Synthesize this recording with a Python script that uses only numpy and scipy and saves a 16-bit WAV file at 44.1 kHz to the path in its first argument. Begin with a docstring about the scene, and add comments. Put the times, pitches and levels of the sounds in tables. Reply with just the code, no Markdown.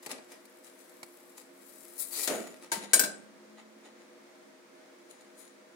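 """First comes the hiss and rasp of a thin stainless steel sheet sliding over a metal work table,
close and a little to the left, its edge catching on tiny burrs with every push. The sheet flops down
with a low bending rumble and a thin squeal, then knocks and clinks as blows set sheet and table ringing.
Behind it a machine fan hums in the small workshop."""
import sys
import numpy as np
from scipy import signal
from scipy.fft import rfft, irfft
from scipy.io import wavfile
from scipy.ndimage import uniform_filter1d

SR = 44100
rng = np.random.default_rng(int(sys.argv[2]) if len(sys.argv) > 2 else 0)


def materialize(psi):
    """Save the field psi as 16-bit PCM at rate SR to the path in sys.argv[1].

    A 1-D psi becomes a single channel; in a 2-D psi each row is a channel.
    """
    bounded = np.clip(np.atleast_2d(psi).T, -1, 1)
    quanta = np.round(bounded * 32767).astype(np.int16)
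    wavfile.write(sys.argv[1], SR, quanta)


N = 253575


def amp(db):
    """Decibels to gain."""
    return 10 ** (np.asarray(db) / 20)


def unit_rms(x):
    """Scales to an rms of one."""
    return x / np.sqrt(np.mean(x ** 2) + 1e-20)


def curve(points, hz):
    """Reads a table on a log-frequency axis."""
    f, value = np.transpose(points)
    return np.interp(np.log(hz + 1), np.log(f + 1), value)


def automation(points, t):
    """Reads a table on a time axis."""
    return np.interp(t, *np.transpose(points))


def peaks(modes, hz):
    """Gain of a bank of resonances."""
    return sum(amp(db) / (1 + ((hz - f) / width) ** 2) for f, width, db in modes)


def wander(samples):
    """Smooth random modulation of rms one, changing over about this many samples."""
    return unit_rms(uniform_filter1d(rng.standard_normal(N), size=samples))


def add(mix, start_s, sound):
    """Mixes a stereo sound in at start_s."""
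    part = mix[:, max(round(start_s * SR), 0):][:, :sound.shape[1]]
    part += sound[:, :part.shape[1]]


def panned(pan_db):
    """Constant-power stereo gains; pan is always left minus right."""
    gains = amp(np.array([pan_db, -pan_db]) / 2)
    return gains / np.sqrt(np.mean(gains ** 2, 0))


def correlate(spectra, correlation):
    """Narrows the image by blending the left spectrum into the right."""
    c = np.clip(correlation, -1, 1)
    return np.array([spectra[0], c * spectra[0] + np.sqrt(1 - c ** 2) * spectra[1]])


def noise(colour, correlation, pan_db, size=SR):
    """Stereo noise of rms one with a given colour, width and pan."""
    spectra = correlate(rfft(rng.standard_normal((2, size))), correlation)
    return unit_rms(irfft(spectra * colour * panned(pan_db), size))


# Room decay: f/Hz, t60/s
ROOM_DECAY = [(150, 1), (500, 0.43), (1500, 0.42), (5000, 0.32), (9000, 0.34), (15000, 0.08)]
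def workshop(send, predelay_s=0.0096):
    """Dense reflections, each band dying at its own speed."""
    hz, t, spectra = signal.stft(rng.standard_normal((2, SR)), SR, nperseg=256)
    decay = amp(-60 * t / curve(ROOM_DECAY, hz)[:, None])
    tail = signal.istft(spectra * decay, SR, nperseg=256)[1]
    tail *= np.clip(np.arange(tail.shape[1]) / SR / predelay_s - 1, 0, 1)
    return signal.fftconvolve(send, tail / np.linalg.norm(tail[0]), axes=1)[:, :N]


# Airflow EQ: f/Hz, gain/dB
AIR_EQ = [(25, -28), (100, -26.5), (170, -5.5), (266, 0), (450, -2.5), (640, -5.5), (780, -5), (2230, -8),
          (2700, -14), (6000, -16.5), (9500, -22.5), (11000, -27.5), (16000, -28.5)]
# Airflow image: f/Hz, left-right correlation
AIR_CORRELATION = [(100, 0.45), (300, 0.75), (600, 0.23), (1200, 0.075), (3000, 0), (12000, 0)]
# Airflow position: f/Hz, pan/dB
AIR_PAN = [(100, -1), (380, -2), (700, 2.6), (1300, 0.57), (4400, -0.5), (8000, 1.5)]
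# Duct resonances: f/Hz, half-width/Hz, level/dB
DUCT_MODES = [(211.6, 2.9, -73.5), (270, 8, -67), (351.9, 8.3, -65), (497, 25, -65.5), (602.5, 11, -74.5),
              (631, 17, -67.5)]
# Fan tones: f/Hz, level/dB
FAN_TONES = [(352.7, -66), (632, -73.5)]
def machine_fan(air_db=-59, surge_db=0.44, speed_drift=.006):
    """A bed of rushing air and duct hum, with two faint tones that drift with the fan's speed."""
    hz = np.fft.rfftfreq(N, 1 / SR)
    correlation, pan_db = curve(AIR_CORRELATION, hz), curve(AIR_PAN, hz)
    air = amp(air_db) * noise(amp(curve(AIR_EQ, hz)), correlation, pan_db, size=N)
    duct_power = sum((amp(db) * unit_rms(peaks([(f, width, 0)], hz))) ** 2
                     for f, width, db in DUCT_MODES)
    hum = np.sqrt(np.mean(duct_power)) * noise(np.sqrt(duct_power), correlation, pan_db, size=N)
    fan_time = np.cumsum(1 + speed_drift * wander(2000)) / SR
    tones = np.sqrt(2) * sum(amp(db) * np.sin(2 * np.pi * f * fan_time) for f, db in FAN_TONES)
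    return (air + hum + tones) * amp(surge_db * wander(5000))


# Sheet image: f/Hz, left-right correlation
SHEET_CORRELATION = [(200, 0.93), (700, 0.77), (2000, 0), (5000, 0.13), (15000, 0.015)]
# Sheet position: f/Hz, pan/dB
SHEET_PAN = [(200, -1), (700, -1), (2000, -2), (4000, 5.5), (7000, 8), (10000, 18), (15000, 8)]
def sheet_image(hz):
    """Correlation and pan of the sheet: narrow, central lows and wide highs leaning left."""
    return curve(SHEET_CORRELATION, hz), curve(SHEET_PAN, hz)


def dense_modes(hz, depth_db):
    """Hundreds of weak sheet modes: fine ridges in the spectrum, different in each channel."""
    grid = np.linspace(0, SR / 2, num=900)
    heights = np.clip(rng.standard_normal((2, len(grid))), -3, 1.3)
    return amp(depth_db * np.array([np.interp(hz, grid, row) for row in heights]))


# Tick cues: t/s, level/dB, tilt/(dB per octave), pan/dB
TICK_CUES = [(0.062, -34, 3, 7), (0.0657, -38, -2.5, -10), (.072, -42.5, -2.5, 7), (0.1845, -42.5, -4, 1),
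             (.454, -50, 5, 3), (0.895, -53, 8, 6), (1.0305, -37, 0.5, -3.5), (2.4394, -48, -2, 12)]
# Tick body: f/Hz, half-width/Hz, gain/dB
TICK_MODES = [(45.15, 16, -16), (320, 140, 1.5), (811, 200, 6), (2220, 350, 4.5), (4400, 380, 2.5),
              (8300, 2200, -2.5), (13500, 1100, -16)]
def ticks(t60=0.043):
    """The sheet ticks in its seat: short clicks through broad, damped resonances."""
    t, hz = np.arange(SR) / SR, np.fft.rfftfreq(SR, 1 / SR)
    correlation, sheet_pan_db = sheet_image(hz)
    out = np.zeros((2, N))
    for start_s, db, tilt_db, pan_db in TICK_CUES:
        colour = peaks(TICK_MODES, hz) * amp(tilt_db * np.log2(np.maximum(hz, 400)))
        click = noise(colour, correlation, sheet_pan_db / 2 + pan_db)
        add(out, start_s, click * amp(db - 60 * t / t60))
    return out


def squeal(pitch_hz=6842, start_s=2.275, stop_s=2.53, level_db=-48, t60=.8, stop_t60=0.11):
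    """The slowing edge keeps one thin mode singing; it dies quickly once the sheet stops."""
    t = np.arange(N) / SR
    age, stopped = np.maximum(t - start_s, 0), np.maximum(t - stop_s, 0)
    attack = np.minimum(age / .01, 1)
    decay_db = 60 * (age / t60 + stopped / stop_t60)
    envelope = attack * amp(level_db - decay_db + 2.5 * wander(800))
    wavering_hz = pitch_hz + 5 * wander(800)
    tone = np.sqrt(2) * np.sin(2 * np.pi * np.cumsum(wavering_hz) / SR)
    return panned(pan_db=3)[:, None] * envelope * tone


# Flop cues: t/s, level/dB, swell/s, t60/s
FLOP_CUES = [(2.31, -53, .04, 0.5), (2.769, -28.5, 0.0099, 0.055), (2.815, -48, 0.017, 0.47),
             (3.035, -29, .012, 0.065), (3.06, -55.5, 0.043, 3.9)]
# Pitch of the bending sheet: t/s, f/Hz
BEND_PITCH = [(2.4, 213.5), (2.85, 203.1), (3.25, 210), (3.43, 214.5), (3.63, 219.4)]
def flex(waver_db=2.1):
    """The lowest bending mode swells and dies unevenly after each flop, gliding as the sheet bends."""
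    t = np.arange(N) / SR
    envelope = np.zeros(N)
    for start_s, db, swell_s, t60 in FLOP_CUES:
        age = np.maximum(t - start_s, 0)
        envelope += (1 - np.exp(-age / swell_s)) * amp(db - 60 * age / t60)
    tone = np.sqrt(2) * np.sin(2 * np.pi * np.cumsum(automation(BEND_PITCH, t)) / SR)
    return envelope * amp(waver_db * wander(1200)) * tone


# Pushes: peak t/s, level/dB, 20 dB rise/s, 20 dB fall/s, pressure (0 hiss, 1 rasp, more a dull scuff)
PUSH_CUES = [(.03, -49, 0.007, 0.15, .9), (0.094, -43.5, .005, 0.1, 1.1), (.11, -44, .015, 0.096, 1.2),
             (0.332, -50, 0.058, 0.082, 1.07), (0.671, -52, 0.043, 0.068, 0.91),
             (.81, -56, 0.06, 0.073, 0.82), (1.388, -49.5, 0.03, 0.077, 0.76),
             (1.983, -40.5, .004, .06, 0.16), (2.007, -29.5, 0.024, 0.053, 0.15),
             (2.029, -32.5, .018, 0.034, .1), (2.085, -43, 0.045, .1, .05),
             (2.14, -36.5, 0.049, 0.16, 0.41), (2.185, -33.5, 0.065, 0.27, 0.62),
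             (2.246, -31.5, 0.05, 0.081, 0.45), (2.314, -41.5, .025, 0.17, .85),
             (2.479, -54, 0.037, 0.052, 1.24), (2.64, -48.5, 0.035, 0.064, 1.13),
             (2.727, -36, 0.0054, 0.087, 0.81), (2.845, -43, 0.051, 0.05, 1.05),
             (2.921, -54, 0.054, .1, 1.14), (3.593, -50.5, 0.024, 0.055, 1.37),
             (3.86, -52.5, 0.028, 0.1, 1.25), (4.01, -62.5, 0.038, 0.067, 1.1),
             (5.111, -54, 0.023, 0.054, 0.58), (5.21, -64.5, 0.058, 0.12, 0.8),
             (5.411, -50, 0.055, 0.1, 0.33)]
# Light drag of the edge under the pushes: t/s, level/dB
DRAG_LEVEL = [(0, -70.5), (.6, -65.5), (.95, -62.5), (1.3, -60.5), (1.49, -68.5), (1.7, -53.5),
              (1.95, -52.5), (2.55, -72.5), (3.3, -75.5)]
def sliding(t, drag_pressure=0.38, dulling=0.28):
    """Level (dB) and pressure of the edge: each push gathers speed, then fades and dulls."""
    grid = np.arange(0, N / SR, .001)
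    power = amp(automation(DRAG_LEVEL, grid)) ** 2
    weighted_pressure = power * drag_pressure
    for peak_s, db, rise_s, fall_s, pressure in PUSH_CUES:
        before, after = np.maximum(peak_s - grid, 0) / rise_s, np.maximum(grid - peak_s, 0) / fall_s
        push_power = amp(db - 20 * (before ** 2 + after)) ** 2
        power += push_power
        weighted_pressure += push_power * (pressure + dulling * after)
    mean_pressure = np.clip(weighted_pressure / power, 0, 1.5)
    return np.interp(t, grid, 10 * np.log10(power)), np.interp(t, grid, mean_pressure)


def burrs(level_db, slow_per_s=500, fast_per_s=6000, fast_db=-33, span_db=20):
    """Force on the edge: burrs catch one by one in a slow drag and merge into grit in a fast push."""
    speed = np.clip(1 + (level_db - fast_db) / span_db, 0, 1)
    rate = slow_per_s * (fast_per_s / slow_per_s) ** speed
    snags = (rng.random(N) < rate / SR) * rng.exponential(1, N) / np.sqrt(rate)
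    grit = unit_rms(snags * rng.choice([-1, 1], (2, N)))
    return unit_rms(grit + rng.standard_normal((2, N)))


# Rasping resonance at full bite: f/Hz, half-width/Hz, gain/dB
BITE_MODE = [(4500, 680, 4)]
def bite(hz, level_db, pressure, threshold_db=-47, span_db=8.5):
    """A resonance that opens as the edge digs in, only when it is both fast and pressed down."""
    depth = np.clip((level_db - threshold_db) / span_db, 0, 1) * np.minimum(2 * pressure, 1)
    return peaks(BITE_MODE, hz)[:, None] * depth


# Airy friction under a light touch: f/Hz, gain/dB
HISS_EQ = [(100, -49), (300, -28), (3400, -23.5), (4100, -16), (6000, -17), (7500, -9), (10200, -8.5),
           (11200, -8.5), (13000, -7.5), (14200, -6.5), (15500, -9.5)]
# Full-bodied friction under pressure: f/Hz, gain/dB
RASP_EQ = [(100, -27), (220, 7.5), (900, 5), (1400, 0.5), (2200, 1.5), (3200, -1), (4300, -5), (7000, -6.5),
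           (10000, -9), (12000, -12.5), (15500, -17)]
# The table damping the flat sheet's treble and ringing along: f/Hz, gain/dB
LAID_FLAT_EQ = [(3000, 5.5), (4050, 9.5), (4800, 1), (6200, 0.5), (6930, 12), (7400, -9), (8500, 8),
                (9100, -2), (9800, 5), (11000, -2.5), (15000, -8)]
# Modes the sliding edge keeps ringing: f/Hz, half-width/Hz, gain over the friction/dB
SINGING_MODES = [(1930, 58, 6.5), (2362, 59, 5), (5020, 60, 3), (6820, 45, 4), (7680, 45, 4), (8540, 45, 5),
                 (9800, 55, 4), (10200, 60, 3), (13600, 55, 2)]
def scrape(laid_flat_s=2.8, judder_db=.7, shimmer_db=1.8):
    """The edge catches on countless tiny burrs; pressure fills in the lower modes of the sheet."""
    level_db = sliding(np.arange(N) / SR)[0]
    hz, t, force = signal.stft(burrs(level_db), SR, nperseg=1024)
    frame_db, pressure = sliding(t)
    bands = hz[:, None]
    friction_db = curve(HISS_EQ, bands) * (1.5 - pressure) + curve(RASP_EQ, bands) * pressure
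    colour = amp(friction_db + curve(LAID_FLAT_EQ, bands) * (t > laid_flat_s))
    resonances = np.sqrt(1 + peaks(SINGING_MODES, bands) ** 2 + bite(hz, frame_db, pressure) ** 2)
    colour = colour * resonances * dense_modes(hz, depth_db=7)[:, :, None]
    # as the point of contact travels, groups of modes are caught and let go
    groups = uniform_filter1d(rng.standard_normal(force.shape[1:]), size=9, axis=0)
    colour *= amp(shimmer_db * unit_rms(uniform_filter1d(groups, size=4, axis=1)))
    colour /= np.sqrt(np.mean(colour ** 2, axis=1, keepdims=True))  # the EQ leaves the level alone
    correlation, pan_db = sheet_image(bands)
    spectra = correlate(force, correlation) * colour * panned(pan_db)
    rub = signal.istft(spectra, SR, nperseg=1024)[1][:, :N]
    return rub * amp(level_db + judder_db * wander(200))


def ringing(modes, contact_s, chatter, detune=0.00016, travel_at_1khz_s=0.003016):
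    """Modes build during contact and then die, roughened as the sheet chatters against the table."""
    t = np.arange(SR // 4) / SR
    attack, released = np.sqrt(np.minimum(t / contact_s, 1)), np.maximum(t - contact_s, 0)
    out = np.zeros((2, len(t)))
    for k, (f, db, t60, pan_db) in enumerate(modes):
        cycles = f * (1 + detune * rng.standard_normal()) * t  # each contact loads the steel anew
        path_offset = np.array([[0], [(-1) ** k / 4]])  # each channel is reached by its own path
        dispersion = f * travel_at_1khz_s * np.sqrt(1000 / f)  # low bending waves travel slower
        phase = 2 * np.pi * (cycles + path_offset + dispersion)
        flutter, jitter = unit_rms(uniform_filter1d(rng.standard_normal((2, len(t))), size=200))
        wave = (1 + chatter * flutter) * np.sin(phase) + chatter * jitter * np.cos(phase)
        out += panned(pan_db)[:, None] * wave * attack * amp(db - 60 * released / t60)
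    return out


def table_thud(t, pitch_hz=75, t60=0.033):
    """The heavy table gives a little under a blow: a few low cycles."""
    return np.sin(2 * np.pi * pitch_hz * t) * amp(-60 * t / t60)


# Knock modes: f/Hz, level/dB, t60/s, pan/dB
KNOCK_MODES = [(660, -15, 0.27, -4), (915, -2.5, 0.19, -3.5), (1584, -3.5, 0.075, -0.5),
               (1975, -13, 0.22, -5.5), (4330, -10.5, .08, 0.5), (6830, -6.5, .12, 8.5),
               (9810, -7.5, .07, 12.5)]
def knock(contact_s):
    """The table top and the sheet's edge on it ring briefly together."""
    return ringing(KNOCK_MODES, contact_s, chatter=.15)


# Low body of the sheet: f/Hz, gain/dB
RUMBLE_EQ = [(30, -22), (110, -25), (170, -14), (225, -2), (320, -6), (650, -2), (900, -17), (1500, -16),
             (3000, -22.5), (8000, -60.5)]
def rumble(t, hz, correlation, pan_db, swell_s=.005, t60=0.43):
    """Long bending waves travel slowly, so the rumble builds up after the crash."""
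    envelope = (1 - np.exp(-t / swell_s)) * amp(-60 * t / t60)
    return noise(amp(curve(RUMBLE_EQ, hz)), correlation, pan_db) * envelope


# Crash of the sheet: f/Hz, gain/dB
CLATTER_EQ = [(150, -13), (300, -1), (800, 0.5), (1150, -4.5), (1900, 0), (3300, -0.5), (5000, 1),
              (7000, 2.5), (10000, 2), (12000, -9), (15500, -8.5)]
def clatter(t, hz, correlation, pan_db, t60, tilt_db):
    """Dense bending modes, struck all at once, blur into a burst of noise."""
    eq_db = curve(CLATTER_EQ, hz) + tilt_db * np.log2(np.maximum(hz, 400))
    colour = amp(eq_db) * dense_modes(hz, depth_db=5)
    return noise(colour, correlation, pan_db) * amp(-60 * t / t60)


# Clear sheet modes: f/Hz, corner-hit level/dB, edge-hit level/dB, t60/s, pan/dB
SHEET_MODES = [(1515, -20, -10, .06, 0), (1578, -12.5, -8.5, .08, 0), (1588, -34, -30, .35, 0),
               (2288, -21, -21, .09, -5), (4050, -13.5, -11.5, .12, 0), (5047, -9.5, -6.5, .07, 4),
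               (5700, -18, -17, .08, 3), (6010, -21, -17, .1, 3), (6840, -5, -11, .075, 1),
               (7690, -10, -2.5, .06, 9), (7985, -18, -19, .09, 10), (8545, -14, -4, .08, 12),
               (8585, -1.5, -5, .085, 3), (8608, -22, -17, .28, 2), (9825, -10, -14, .08, 14),
               (10410, -5, -16, .08, 14), (10840, -8, -15, .075, 13), (12792, -17, -7, .12, 14),
               (12885, -22, -8, .13, 11), (13220, -13, -5, .12, 12), (13735, -19, -13, .13, 8),
               (15570, -22, -11, .15, 10)]
def clink(contact_s, place, tilt_db):
    """Ringing steel: the strike point sets the balance, and a soft hit (tilt down) favours low modes."""
    struck = [(f, corner + place * (edge - corner) + tilt_db * np.log2(f / 6000), t60, pan_db)
              for f, corner, edge, t60, pan_db in SHEET_MODES]
    return ringing(struck, contact_s, chatter=0.16)


# Blow cues: t/s, clatter level/dB, clatter t60/s, clatter tilt/(dB per octave), clink level/dB,
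# clink tilt/(dB per octave), contact/s, place (0 corner, 1 edge), knock level/dB, rumble level/dB,
# thud level/dB, treble pan/dB
BLOW_CUES = [(0.1141, -30, 0.044, 0, -56, -1, .003, 0, -61, -50.5, -61, 3),
             (2.275, -24.5, 0.11, 0, -37.5, -0.5, .002, 0.083, -59.5, -32, -44.5, 4.5),
             (2.296, -46.5, 0.1, 1.5, -56.5, 0, .003, 0, -64.5, -30.5, -47.5, 0),
             (2.352, -42.5, 0.057, -0.5, -47, 3.5, .003, 0, -57, -40, -51, 3),
             (2.7175, -28, 0.2, -1, -34, -3, 0.0037, 0.23, -26.5, -43.5, -41.5, 1),
             (2.9336, -15.5, 0.052, 2, -19.5, -2, .0006, 0.15, -40.5, -41, -34.5, -2.5),
             (2.9337, -26.5, 0.2, -2, -13, -1, 0.0095, 0, -49.5, -38, -46, -0.5),
             (2.9938, -24, 0.14, 1.5, -17.5, 0.5, .002, 0.92, -43.5, -38, -45, 4.5),
             (3.011, -35.5, 0.078, 0.5, -27, -4, .003, .6, -53, -50.5, -59.5, 1),
             (3.0359, -31.5, 0.14, -2, -26, -4, 0.0018, 0.74, -67, -44, -53, 3)]
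def blows():
    """The sheet hits the table: each blow layers clatter, rumble, thud, knock and clink."""
    t, hz = np.arange(SR) / SR, np.fft.rfftfreq(SR, 1 / SR)
    correlation, sheet_pan_db = sheet_image(hz)
    out = np.zeros((2, N))
    for (start_s, clatter_db, clatter_t60, clatter_tilt, clink_db, clink_tilt, contact_s, place,
         knock_db, rumble_db, thud_db, treble_pan_db) in BLOW_CUES:
        pan_db = sheet_pan_db + treble_pan_db * hz / (hz + 1500)
        hit = amp(clatter_db) * clatter(t, hz, correlation, pan_db, clatter_t60, clatter_tilt)
        hit += amp(rumble_db) * rumble(t, hz, correlation, pan_db)
        hit += amp(thud_db) * table_thud(t)
        add(hit, 0, amp(knock_db) * knock(contact_s))
        add(hit, 0, amp(clink_db) * clink(contact_s, place, clink_tilt))
        add(out, start_s, hit)
    return out


def scene(sheet_send_db=-12, tick_send_db=-20):
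    """The sheet in its room, over the fan; the ticks stay close and nearly dry."""
    clicks = ticks()
    sheet = blows() + scrape() + squeal() + flex()
    reverb = workshop(amp(sheet_send_db) * sheet + amp(tick_send_db) * clicks)
    return sheet + clicks + reverb + machine_fan()


def record(dry, low_cut_hz=135, shelf_db=-20, high_cut_hz=15950):
    """The microphone's bass shelf, then a steep high cut."""
    thin = signal.sosfilt(signal.butter(4, low_cut_hz, "highpass", fs=SR, output="sos"), dry)
    shelved = thin + amp(shelf_db) * (dry - thin)
    high_cut = signal.firwin(511, high_cut_hz, window=("kaiser", 9), fs=SR)
    return signal.oaconvolve(shelved, high_cut[None], "same")


dry = scene()
out = record(dry)
materialize(out)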